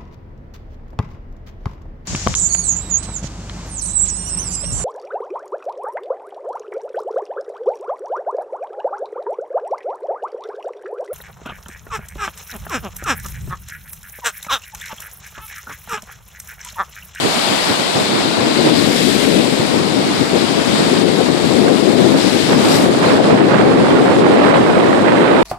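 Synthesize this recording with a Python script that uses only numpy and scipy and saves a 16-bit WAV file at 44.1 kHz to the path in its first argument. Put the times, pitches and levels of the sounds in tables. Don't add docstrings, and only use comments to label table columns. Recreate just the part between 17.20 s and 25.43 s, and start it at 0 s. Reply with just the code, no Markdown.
import sys
import numpy as np
from scipy import signal
from scipy.fft import rfft, irfft, next_fast_len
from scipy.io import wavfile
from scipy.ndimage import uniform_filter1d, minimum_filter1d, map_coordinates

SR = 44100
rng = np.random.default_rng(int(sys.argv[2]) if len(sys.argv) > 2 else 0)


def store_pcm(level_fs):
    pcm = np.round(np.clip(level_fs, -1, 1) * 32767).astype(np.int16)
    wavfile.write(sys.argv[1], SR, np.atleast_2d(pcm).T)


N = 362943

# time in seconds, relative wash level in dB, relative fizz level in dB.
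WAVE_LEVELS = [(0, -20.5, -27), (0.25, -18, -26.5), (0.8, -19.5, -28), (1.25, -20, -30.5),
               (1.8, -18.5, -25), (2.05, -18.5, -25.5), (2.25, -21.5, -28), (2.7, -22.5, -31),
               (3.3, -21, -30), (3.58, -20.5, -29), (3.85, -22.6, -30.7), (4.8, -23.5, -30.3),
               (5.02, -20.5, -28), (5.4, -20.5, -28.5), (5.56, -19.5, -23.5), (5.71, -26, -30.5),
               (5.88, -22.5, -31.5), (6.17, -28.5, -37), (6.95, -29, -36), (8.2, -33, -37.5)]
# centre in seconds, length in seconds, strength from 0 to 1.
RUN_UP_SHEETS = [(1.9, 0.76, 0.9), (5.15, 0.4, 0.6)]
# centre in seconds, length in seconds, level in dB.
WAVE_SLAPS = [(5.05, 0.22, -27), (5.3, 0.23, -27), (5.54, 0.19, -25)]
# frequency in Hz, relative level in dB.
WASH_COLOUR = [(80, -14.5), (300, -6.5), (650, 3), (1200, -2), (1800, -5), (2700, -2.5), (3900, 1.5),
               (5000, -2.5), (6100, -14), (8000, -12), (14000, -50)]
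FIZZ_COLOUR = [(3000, -27), (5200, -3), (6200, -4), (7500, 0), (9000, -2.5), (10500, -6), (12500, -14),
               (15000, -17)]
FAR_SURF_COLOUR = [(30, -36), (60, -23), (250, 0), (700, 4), (1200, -3.5), (2000, -5), (4000, -18),
                   (10000, -55)]
SPRAY_COLOUR = [(2500, -25), (3700, -14), (4700, -2), (5600, -1), (6400, -9), (9000, -14), (14000, -32)]
# frequency in Hz, gain in dB against the left port.
RIGHT_PORT_RESPONSE = [(300, -3.5), (1000, -2), (1500, -3), (2200, -1), (3000, -12), (4000, -21),
                       (5200, -20), (6500, -23), (8300, -17.5), (11000, -12.5), (12500, -22), (14500, -53)]

# frequency in Hz, relative level in dB.
LEFT_BUFFET_COLOUR = [(20, -48), (42, -40), (70, -21.5), (110, -9.5), (170, -2.5), (270, 2), (420, -2.5),
                      (600, -11.5), (850, -20.5), (1300, -51), (2500, -42), (8000, -75)]
RIGHT_BUFFET_COLOUR = [(20, -44), (42, -42), (70, -24), (110, -9.5), (170, -4), (300, 1), (480, -3),
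                       (750, -9.5), (1200, -16), (2000, -28.5), (4000, -31.5), (8000, -92)]
EDGE_RASP_COLOUR = [(200, -27), (550, 2.5), (1000, 4), (1900, -1), (2700, -7.5), (4000, -15.5), (5000, -25),
                    (6300, -37), (8000, -49), (11000, -73)]
# time in seconds, left tilt in dB, right tilt in dB.
EDDY_TILTS = [(0, -4, -7), (1.1, -2, -4.5), (1.9, -0.5, -2), (2.3, -1, -6), (2.95, -4, -3), (3.6, -1, -5.5),
              (4.8, 0.5, 0), (5.3, -3, 1), (6.1, -0.5, -0.5), (6.8, -0.5, -1.5), (8.2, 1.5, 5)]
# time in seconds, left force in dB, right force in dB.
BREEZE_FORCE = [(0, -29.5, -28.5), (0.73, -24.5, -24), (1.0, -16, -23.5), (1.3, -13, -22.5),
                (1.5, -10, -22), (1.9, -12.5, -29), (2.2, -10.5, -24), (2.7, -16, -25), (3.3, -13.5, -24.5),
                (3.65, -14, -25), (4.35, -11, -26), (5.25, -11.5, -23.5), (5.32, -11.5, -14),
                (6.2, -10, -12), (6.8, -11, -10), (8.2, -11.6, -11)]
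# centre in seconds, length in seconds, left change in dB, right change in dB.
GUSTS_AND_LULLS = [(0.055, 0.098, 7.5, 11.5), (0.173, 0.047, 7, 9), (0.317, 0.099, 7, 6),
                   (0.51, .05, 10, 10.5), (0.605, .04, 8, 7), (0.73, .04, -13, -7), (0.776, 0.072, 7, 9),
                   (0.96, 0.15, -2, 6), (1.157, 0.029, -10, -1), (1.228, .07, 1.5, 1), (1.34, 0.05, -5, 0),
                   (1.471, 0.051, -2.5, 12.5), (1.813, .06, -1, 5), (2.184, 0.054, 2.5, 2),
                   (2.363, 0.04, -5, -9), (2.405, 0.039, 0.5, 8), (2.573, 0.066, 3, 7),
                   (2.677, 0.031, -1, -15), (2.765, 0.22, 3, 0), (2.89, 0.19, -2, 6),
                   (3.018, 0.031, 6.5, 0), (3.095, 0.046, -4.5, -9), (3.138, 0.047, 4, 3),
                   (3.6, .13, -0.5, 7.5), (3.72, 0.13, 3, 6), (3.843, 0.081, 6.5, 4), (3.975, .06, -1.5, 1),
                   (4.102, 0.032, 5.5, 9), (4.248, 0.031, 2, 6), (4.4, 0.12, 4, 2), (4.48, 0.089, 3, 8.5),
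                   (4.637, 0.058, 0.5, -5), (4.787, 0.22, 3.5, 4.5), (4.948, 0.052, 2.5, 12.5),
                   (4.99, .04, -4, 7), (5.06, .05, 2, 0), (5.115, 0.039, -3.5, -2), (5.16, 0.03, 4, 5),
                   (5.203, 0.06, -1, -3), (5.368, 0.084, 4, -1), (5.668, 0.087, 4.5, 1),
                   (5.763, 0.11, -2.5, -1.5), (6.122, 0.05, 3, 3), (6.214, 0.033, 6.5, 4.5),
                   (6.83, 0.052, 4, -2.5), (6.9, .055, -3.5, -1), (7.002, 0.083, 1.5, -1.5),
                   (7.054, 0.079, 0.5, 5), (7.26, 0.055, -1, -1)]
# centre in seconds, length in seconds, rise in dB.
LEFT_FLURRIES = [(2.785, 0.073, 10), (3.16, 0.064, 14.5), (4.005, 0.065, 10.5), (6.01, 0.067, 9),
                 (6.45, 0.055, 10), (7.22, 0.2, 5)]
# centre in seconds, length in seconds, change in dB.
RIGHT_TEARS = [(1.47, .05, -4), (3.77, 0.031, 8.5), (4.48, .05, 3), (4.953, .06, 0.5), (5.34, 0.075, 6.5),
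               (5.84, 0.035, 7.5), (5.9, 0.056, 4.5), (6.33, 0.054, 6), (6.4, 0.065, 5), (6.68, 0.031, 3),
               (6.885, 0.071, 4), (6.99, .04, -2), (7.07, 0.081, -2), (7.225, 0.14, 5.5),
               (7.345, 0.065, 7.5), (7.43, .1, -1.5), (7.72, 0.044, -0.5), (7.88, 0.04, 3),
               (8.12, 0.45, 2.5)]
USUAL_LEFT_DB, USUAL_RIGHT_DB = -22, -11.5


def amp(db):
    return 10 ** (np.asarray(db) / 20)


def unit(x):
    return x / np.sqrt(np.mean(x ** 2) + 1e-20)


def curves(rows):
    times, *columns = np.transpose(rows)
    return [np.interp(np.arange(N) / SR, times, column) for column in columns]


def swells(rows):
    t = np.arange(N) / SR
    return sum(height * np.exp(-(2 * (t - centre) / length) ** 2) for centre, length, height in rows)


def wobble(rate):
    knots = rng.standard_normal(int(N * rate / SR) + 4)
    return map_coordinates(knots, [np.arange(N) * rate / SR])


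def filtered(x, response):
    size = next_fast_len(N + SR // 2)
    return irfft(rfft(x, size) * response(np.fft.rfftfreq(size, 1 / SR)), size)[..., :N]


def coloured(x, points):
    points_hz, db = np.transpose(points)
    return filtered(x, lambda hz: amp(np.interp(np.log(hz + 1), np.log(points_hz), db)))


def split(x, corner_hz, order):
    below = filtered(x, lambda hz: 1 / (1 + (hz / corner_hz) ** order))
    return below, x - below


def patchy(depth_db):
    spectra = signal.stft(rng.standard_normal((2, N)), nperseg=512)[2]
    patches = uniform_filter1d(rng.standard_normal(spectra.shape), size=8, axis=1)
    patches = unit(uniform_filter1d(patches, size=14, axis=2))
    return unit(signal.istft(spectra * amp(depth_db * patches), nperseg=512)[1][:, :N])


def grains(pitch_hz, spread, cycles, scatter_db, rise=0, count=9000):
    age = np.arange(192)
    ports = []
    for _ in range(2):
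        starts = (rng.random((count, 1)) * N).astype(int)
        hz = np.clip(pitch_hz * np.exp(spread * rng.standard_normal((count, 1))), 500, SR / 3)
        strength = amp(scatter_db * np.minimum(rng.exponential(size=(count, 1)), 2 * np.pi))
        turns = hz * age / SR
        decay = np.exp(-turns / cycles)
        rings = strength * decay * np.sin(2 * np.pi * turns * (1 + rise * (1 - decay)))
        ports.append(unit(np.bincount((starts + age).ravel(), rings.ravel(), N)[:N]))
    return np.array(ports)


def wash(level_db):
    bubbles = grains(pitch_hz=2385, spread=0.596, cycles=5.0, scatter_db=2.5, rise=0.16)
    water = unit(coloured(patchy(depth_db=1.0) + amp(-14.5) * bubbles, WASH_COLOUR))
    body, seethe = split(water, corner_hz=1630, order=8)
    shallow_db = -6 * swells(RUN_UP_SHEETS)
    return amp(level_db + 3) * (amp(shallow_db) * body + seethe)


def fizz(level_db, churn_db):
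    ticks = grains(pitch_hz=7480, spread=0.47, cycles=2.7, scatter_db=3.5)
    foam = unit(coloured(patchy(depth_db=1.1) + amp(-13.5) * ticks, FIZZ_COLOUR))
    coarse, fine = split(foam, corner_hz=11000, order=12)
    fresh_db = 0.84 * (level_db + 28.5)
    return amp(level_db + churn_db + 0.77) * (coarse + amp(fresh_db) * fine)


def far_surf():
    return amp(-25.5 + 0.22 * wobble(2.25)) * unit(coloured(patchy(depth_db=2.5), FAR_SURF_COLOUR))


def buffet(level_db, tilt_db, flurry_db, colour, flutter_db, lumps_db, eddy_hz, brighten, usual_db):
    force_db = level_db + flutter_db * wobble(16) + lumps_db * wobble(45)
    eddies = unit(coloured(rng.standard_normal(N), colour))
    body, small = split(eddies, eddy_hz, order=4)
    large, medium = split(body, corner_hz=223, order=4)
    small_db = tilt_db + flurry_db + brighten * (force_db - usual_db)
    return amp(force_db) * (amp(-0.7 * tilt_db) * large + medium + amp(small_db) * small)


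def shingle():
    clacks = grains(pitch_hz=2160, spread=0.23, cycles=6.4, scatter_db=1.5)
    return amp(-26) * swells(RUN_UP_SHEETS) * clacks


def spray():
    envelope = swells((centre, length, amp(db)) for centre, length, db in WAVE_SLAPS)
    drops = grains(pitch_hz=4970, spread=0.27, cycles=3, scatter_db=-0.5)
    return envelope * unit(coloured(rng.standard_normal((2, N)) + amp(-1) * drops, SPRAY_COLOUR))


def rasp(force_db):
    tear_db = swells(RIGHT_TEARS)
    level_db = -18.5 + 1.23 * (force_db - USUAL_RIGHT_DB) + tear_db
    spurts = unit(amp(0.63 * wobble(45) + 2.96 * wobble(260)))
    flow = unit(coloured(rng.standard_normal(N), EDGE_RASP_COLOUR))
    dull, bright = split(flow, corner_hz=1300, order=4)
    return amp(level_db) * spurts * (dull + amp(0.22 * tear_db) * bright)


def sea():
    wash_db, fizz_db = curves(WAVE_LEVELS)
    churn_db = 0.48 * wobble(13)
    left, right = wash(wash_db + churn_db) + fizz(fizz_db, churn_db) + far_surf() + shingle() + spray()
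    return np.array([left, coloured(right, RIGHT_PORT_RESPONSE)])


def wind():
    left_db, right_db = curves(BREEZE_FORCE)
    left_tilt_db, right_tilt_db = curves(EDDY_TILTS)
    left_db += swells((centre, length, db) for centre, length, db, _ in GUSTS_AND_LULLS)
    right_db += swells((centre, length, db) for centre, length, _, db in GUSTS_AND_LULLS)
    left = buffet(left_db, left_tilt_db, flurry_db=swells(LEFT_FLURRIES), colour=LEFT_BUFFET_COLOUR,
                  flutter_db=0.16, lumps_db=1.0, eddy_hz=516, brighten=0.32, usual_db=USUAL_LEFT_DB)
    right = buffet(right_db, right_tilt_db, flurry_db=0, colour=RIGHT_BUFFET_COLOUR,
                   flutter_db=0.8, lumps_db=1.7, eddy_hz=650, brighten=0.089, usual_db=USUAL_RIGHT_DB)
    grazing = coloured(rasp(right_db), [(500, 10), (850, -1.5), (1400, -16), (2500, -28), (6000, -16)])
    return np.array([left + grazing, right + rasp(right_db)])


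def scene():
    return sea() + wind()


def limiter(x, ceiling_db, hold_s):
    needed = np.minimum(1, amp(ceiling_db) / (np.abs(x).max(axis=0) + 1e-9))
    width = max(int(hold_s * SR), 2)
    return x * uniform_filter1d(minimum_filter1d(needed, width), width)


def record(dry):
    clipped = np.clip(limiter(dry, ceiling_db=1.73, hold_s=0.027), -1, 1)
    return filtered(clipped, lambda hz: hz < 14750)


dry = scene()
out = record(dry)
store_pcm(out)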